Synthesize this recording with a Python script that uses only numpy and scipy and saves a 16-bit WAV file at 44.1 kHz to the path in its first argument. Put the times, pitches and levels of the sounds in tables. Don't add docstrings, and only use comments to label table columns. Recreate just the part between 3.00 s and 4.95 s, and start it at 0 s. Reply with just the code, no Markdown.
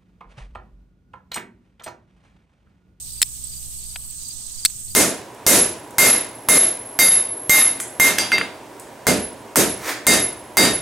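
import sys
import numpy as np
from scipy import signal
from scipy.fft import rfft, irfft
from scipy.io import wavfile
from scipy.ndimage import uniform_filter1d

SR = 44100
rng = np.random.default_rng(int(sys.argv[2]) if len(sys.argv) > 2 else 0)


def gain_from_decibels(decibels):
    exponent = np.asarray(decibels, float) / 20
    return 10 ** exponent


def transcribe(signal):
    frames = np.atleast_2d(signal).T
    limited = np.clip(frames, -1, 1)
    pcm = np.round(limited * 32767).astype(np.int16)
    wavfile.write(sys.argv[1], SR, pcm)


N = 85995

# time in seconds, level in dB, grip damping (divides the steel's ring times),
# thump of the hand in dB.
BLOWS = [(.21756, -2.5, 3.0, -46), (1.6506, -3, 2.2, -28)]


def unit(x):
    return x / np.sqrt(np.mean(x ** 2))


def ring(x, hz, t60_s):
    pole = np.exp(2j * np.pi * hz / SR - np.log(1000) / (t60_s * SR))
    return signal.lfilter([1], [1, -pole], x).imag


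def rub(grit, hz, t60_s):
    return ring(grit, hz, t60_s) * np.sqrt(4 * np.log(1000) / (t60_s * SR))


def highpass(x, hz, order):
    return signal.sosfilt(signal.butter(order, hz, "highpass", fs=SR, output="sos"), x)


def band(lo_hz, hi_hz, order=2):
    sos = signal.butter(order, [lo_hz, hi_hz], "bandpass", fs=SR, output="sos")
    return unit(signal.sosfilt(sos, rng.standard_normal(N)))


def walk(rate_hz):
    k = max(int(SR / rate_hz), 2)
    once = uniform_filter1d(rng.standard_normal(N), k, mode="wrap")
    return unit(uniform_filter1d(once, k, mode="wrap"))


def click(time_s, db):
    return gain_from_decibels(db) * np.maximum(0, 1 - np.abs(np.arange(N) - time_s * SR))


def skid_grit(t):
    # start in seconds, rise in seconds, hold in seconds, level in dB.
    scrapes = [(.2200, .001, .0035, -22), (.2253, .0015, .0032, -13), (1.6525, .001, .002, -21),
               (1.6555, .0008, .0042, -14)]
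    # time in seconds, level in dB.
    catches = [(.2247, 0), (.22825, 6), (.22878, 6), (1.6532, 3), (1.6563, 2), (1.6590, 5)]
    fall_s, grit_db = .001, 4
    skid = np.zeros(N)
    for start, rise, hold, db in scrapes:
        fall = np.exp(-np.maximum(t - start - rise - hold, 0) / fall_s)
        skid += gain_from_decibels(db) * np.clip((t - start) / rise, 0, 1) * fall
    rough = unit(rng.standard_normal(N) * gain_from_decibels(grit_db * walk(3000)))
    grit = skid * rough + sum(click(s, db) for s, db in catches)
    return highpass(grit, 1620, 3)


def striker(grit):
    # mode in Hz, level under a blow in dB, level under a scrape in dB, free t60 in seconds.
    steel = [(4310, -4, -21.5, 0.013), (4410, -54, -5, 0.034), (5186, -15.5, -6.5, 0.042),
             (6066, -26, -8, 0.0073), (7190, -10.5, -9.5, 0.063), (7910, 5.5, -9.5, 0.038),
             (8460, -9, -34, 0.072), (8900, 0, -2, 0.0084), (10860, -16, -9.5, 0.013),
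             (11700, -7, -34, 0.023), (11160, -5, -21, 0.01), (13600, -25, -34, .02),
             (13800, -46, -46, .025)]
    skid_damping, free_ring_db = 2.35, -23.5
    lean_db_at_10khz = 1.2
    out = np.zeros((2, N))
    for hz, blow_db, scrape_db, t60_s in steel:
        struck = sum(ring(click(s, db + blow_db), hz, t60_s / grip) for s, db, grip, _ in BLOWS)
        scraped = rub(grit, hz, t60_s / skid_damping) + gain_from_decibels(free_ring_db) * rub(grit, hz, t60_s)
        lean_db = lean_db_at_10khz * hz / 1e4 * rng.standard_normal()
        out += (struck + gain_from_decibels(scrape_db) * scraped) * gain_from_decibels([[lean_db], [-lean_db]])
    return out


def flint(grit):
    # mode in Hz, level in dB, t60 in seconds.
    modes = [(830, -46, 0.0042), (1020, -31, 0.0048), (1340, -25, 0.0078), (1880, -11, 0.0023),
             (2646, -7.5, 0.0035), (3120, -8, 0.0039), (3700, -15, 0.012), (5770, -12, 0.0011)]
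    # time in seconds, level in dB.
    knocks = [(.9592, -18), (.96045, -14), (.9619, -24), (.9633, -21), (.9645, -26), (1.7012, -31)]
    scrape_db, crack_db, crack_decay_s = -2.5, -4.5, .0014
    taps = sum(click(s, db) for s, db in knocks)
    out = np.zeros(N)
    for k, (hz, db, t60_s) in enumerate(modes):
        scraped = (-1) ** k * gain_from_decibels(scrape_db) * rub(grit, hz, t60_s)
        out += gain_from_decibels(db) * (ring(taps, hz, t60_s) + scraped)
    blows = sum(click(s, db) for s, db, _, _ in BLOWS)
    crack = signal.lfilter([1], [1, -np.exp(-1 / (crack_decay_s * SR))], blows)
    return out + crack * band(2000, 15000) * gain_from_decibels(crack_db)


def hand_thump():
    return ring(sum(click(s, hand_db) for s, _, _, hand_db in BLOWS), 253, 0.015)


def strikes(t):
    grit = skid_grit(t)
    return highpass(striker(grit) + flint(grit), 910, 2) + hand_thump()


def cricket(t, chirps, syllables):
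    sag_hz, warble_db = 420, 3.5
    out = np.zeros(N)
    for start, db in chirps:
        for lag, hz, rel_db, length in syllables:
            u = np.clip((t - start - lag) / length + .5, 0, 1)
            phase = 2 * np.pi * (hz * t - sag_hz * length * u ** 7 / 7)
            out += gain_from_decibels(db + rel_db) * np.sqrt(2) * np.sin(np.pi * u) ** 0.33 * np.sin(phase)
    return out * gain_from_decibels(warble_db * walk(460))


def crickets(t):
    # time in seconds, level in dB.
    near_chirps = [(0.101, -40), (0.486, -38), (0.863, -38), (1.219, -35.5), (1.549, -35), (1.914, -35)]
    far_chirps = [(.205, -69), (.495, -45), (0.791, -43.5), (1.054, -43), (1.375, -46), (1.649, -44)]
    lone_chirps = [(.306, -48), (1.106, -51), (1.746, -53)]
    # centre offset in seconds, pitch in Hz, relative level in dB, length in seconds.
    near_syllables = [(-.033, 4480, -13, .018), (.001, 4680, -7, .022), (.043, 4725, -3, .029),
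                      (.090, 4730, -2, .029)]
    far_syllables = [(-.046, 4470, -9, .022), (0, 4500, -3, .024), (.046, 4500, -2, .026)]
    out = cricket(t, near_chirps, near_syllables) + cricket(t, far_chirps, far_syllables)
    out += cricket(t, lone_chirps, far_syllables[-1:])
    right_db = -21
    return out * gain_from_decibels([[0], [right_db]])


def cicadas(t):
    # centre in Hz, width in Hz, level in dB, throbs per second,
    # throb depth, throb phase in radians, flicker in dB.
    ears = [
        [(8370, 850, -38, 33.4, 0.11, .1, -1.1)],
        [(8060, 550, -43, 33.4, .25, .1, 6), (8323, 310, -38, 38, 0.34, 0.12, 1.5)],
    ]
    out = np.zeros((2, N))
    for ear, bands in enumerate(ears):
        for hz, width, db, rate, depth, phase, flicker_db in bands:
            throb = 1 + depth * np.cos(2 * np.pi * rate * t + phase)
            level = gain_from_decibels(db + flicker_db * walk(75))
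            out[ear] += level * throb * band(hz - width / 2, hz + width / 2)
    return out


def buzz(t):
    # time in seconds, left level in dB, right level in dB, relative level of
    # the top band in dB, strokes per second.
    course = np.array([(0, -48.5, -46, 0, 65), (.79, -43.5, -41, -5.5, 67), (.81, -45, -42.5, -9, 53),
                       (1.08, -44, -42, -7, 70), (1.11, -50, -52, -2, 60), (1.35, -49.5, -47, -5, 66),
                       (1.62, -46.5, -49, -3, 66), (1.68, -46, -47, -1, 64.5),
                       (1.95, -43.5, -45, -2.5, 63.4)])
    # time in seconds, level in dB.
    ticks = [(1.054, -45), (1.108, -36), (1.173, -42), (1.231, -39), (1.286, -35), (1.337, -37)]
    left_depth, right_depth, phase_rad = 0.89, 0.22, 0.26
    tick_s = 0.0063
    left_db, right_db, top_db, rate = (np.interp(t, course[:, 0], course[:, k]) for k in range(1, 5))
    stroke = np.cos(2 * np.pi * np.cumsum(rate) / SR + phase_rad)
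    out = np.zeros((2, N))
    for ear, (db, depth) in enumerate([(left_db, left_depth), (right_db, right_depth)]):
        body = band(9530, 12500) * (1 + 0.58 * depth * stroke)
        top = gain_from_decibels(top_db) * band(14000, 15100, order=4) * (1 + depth * stroke)
        out[ear] = gain_from_decibels(db) * (body + top)
    pulses = sum(gain_from_decibels(db) * np.exp(-((t - s) / tick_s) ** 2) for s, db in ticks)
    out[0] += pulses * band(9900, 18000)
    return out


def rasp(t):
    # low edge in Hz, high edge in Hz, level in dB, throbs per second, depth, phase in radians.
    settings = (2720, 7412, -47.5, 10.5, 0.39, 1.5)
    lo_hz, hi_hz, db, rate, depth, phase = settings
    throb = 1 + depth * np.cos(2 * np.pi * rate * t + phase + 0.47 * walk(3.2))
    return gain_from_decibels(db) * band(lo_hz, hi_hz) * throb * np.array([[0], [1]])


def air():
    # frequency in Hz, level in dB per Hz.
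    colours = [
        [(20, -106), (50, -86.5), (120, -70), (200, -81.5), (450, -94), (1200, -95.5), (2550, -98.5),
         (2800, -89), (4000, -96), (5200, -88), (6800, -89), (8300, -76.5), (9500, -81), (11000, -102),
         (16000, -104)],
        [(20, -79), (50, -67), (120, -80), (200, -93.5), (450, -105), (1200, -97), (2450, -115), (2800, -93.5),
         (4000, -79), (5200, -78.5), (6800, -71), (8300, -73.5), (9500, -79.5), (11000, -87.5), (16000, -89)],
    ]
    flicker_db, shared_power = 3.5, 0.68
    hz = np.arange(N // 2 + 1) * SR / N + 1
    share = shared_power * (hz < 2500)
    common = rfft(rng.standard_normal(N))
    out = np.zeros((2, N))
    for ear, table in enumerate(colours):
        table_hz, table_db = np.transpose(table)
        colour = gain_from_decibels(np.interp(np.log(hz), np.log(table_hz), table_db)) * np.sqrt(SR / 2)
        own = rfft(rng.standard_normal(N))
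        spectrum = colour * (np.sqrt(1 - share) * own + np.sqrt(share) * common)
        for octave in range(4, 15):
            part = np.maximum(0, 1 - np.abs(np.log2(hz) - octave))
            out[ear] += irfft(spectrum * part, N) * gain_from_decibels(flicker_db * walk(7.1))
    return out


def drone(t):
    # time in seconds, pitch in Hz, level in dB.
    course = np.array([(0, 61.7, -40.5), (.1, 61.12, -38.5), (.45, 62.3, -39), (.6, 61.25, -37),
                       (1.05, 61.27, -41), (1.4, 61.92, -47.5), (1.55, 60, -46.5), (1.66, 55.6, -43.5),
                       (1.75, 65.1, -48), (1.82, 75.25, -64), (1.88, 86.5, -37.5), (1.95, 86.5, -39)])
    partials_db = [-2.5, -9.5, -22, -27]
    hz, db = (np.interp(t, course[:, 0], course[:, k]) for k in (1, 2))
    phase = 2 * np.pi * np.cumsum(hz * (1 + .02 * walk(11.4))) / SR
    tone = sum(gain_from_decibels(p + 0.9 * walk(5.4)) * np.cos((k + 1) * phase) for k, p in enumerate(partials_db))
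    return np.sqrt(2) * gain_from_decibels(db) * tone * np.array([[0], [1]])


def hums():
    # centre in Hz, width in Hz, left level in dB, right level in dB.
    rows = [(60, 10, -69, -65), (119.5, 15.4, -57, -100), (143.7, 2.3, -73, -59.5), (216.5, 2.7, -93, -65),
            (235.8, 14, -64, -79.5)]
    return sum(band(hz - width / 2, hz + width / 2, order=1) * gain_from_decibels([[left_db], [right_db]])
               for hz, width, left_db, right_db in rows)


def wind():
    top_hz, db = 7.4, -40.5
    return gain_from_decibels(db) * band(top_hz / 3, top_hz, order=1) * np.array([[0], [1]])


def scene():
    t = np.arange(N) / SR
    insects = crickets(t) + cicadas(t) + buzz(t) + rasp(t)
    return strikes(t) + insects + air() + drone(t) + hums() + wind()


def low_pass(x):
    return signal.sosfilt(signal.butter(12, 16960, fs=SR, output="sos"), x)


def record(dry):
    rounded = np.tanh(dry * 0.78) / 0.82
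    cut = signal.ellip(10, .2, 60, 15720, fs=SR, output="sos")
    return low_pass(signal.sosfilt(cut, rounded))


dry = scene()
out = record(dry)
transcribe(out)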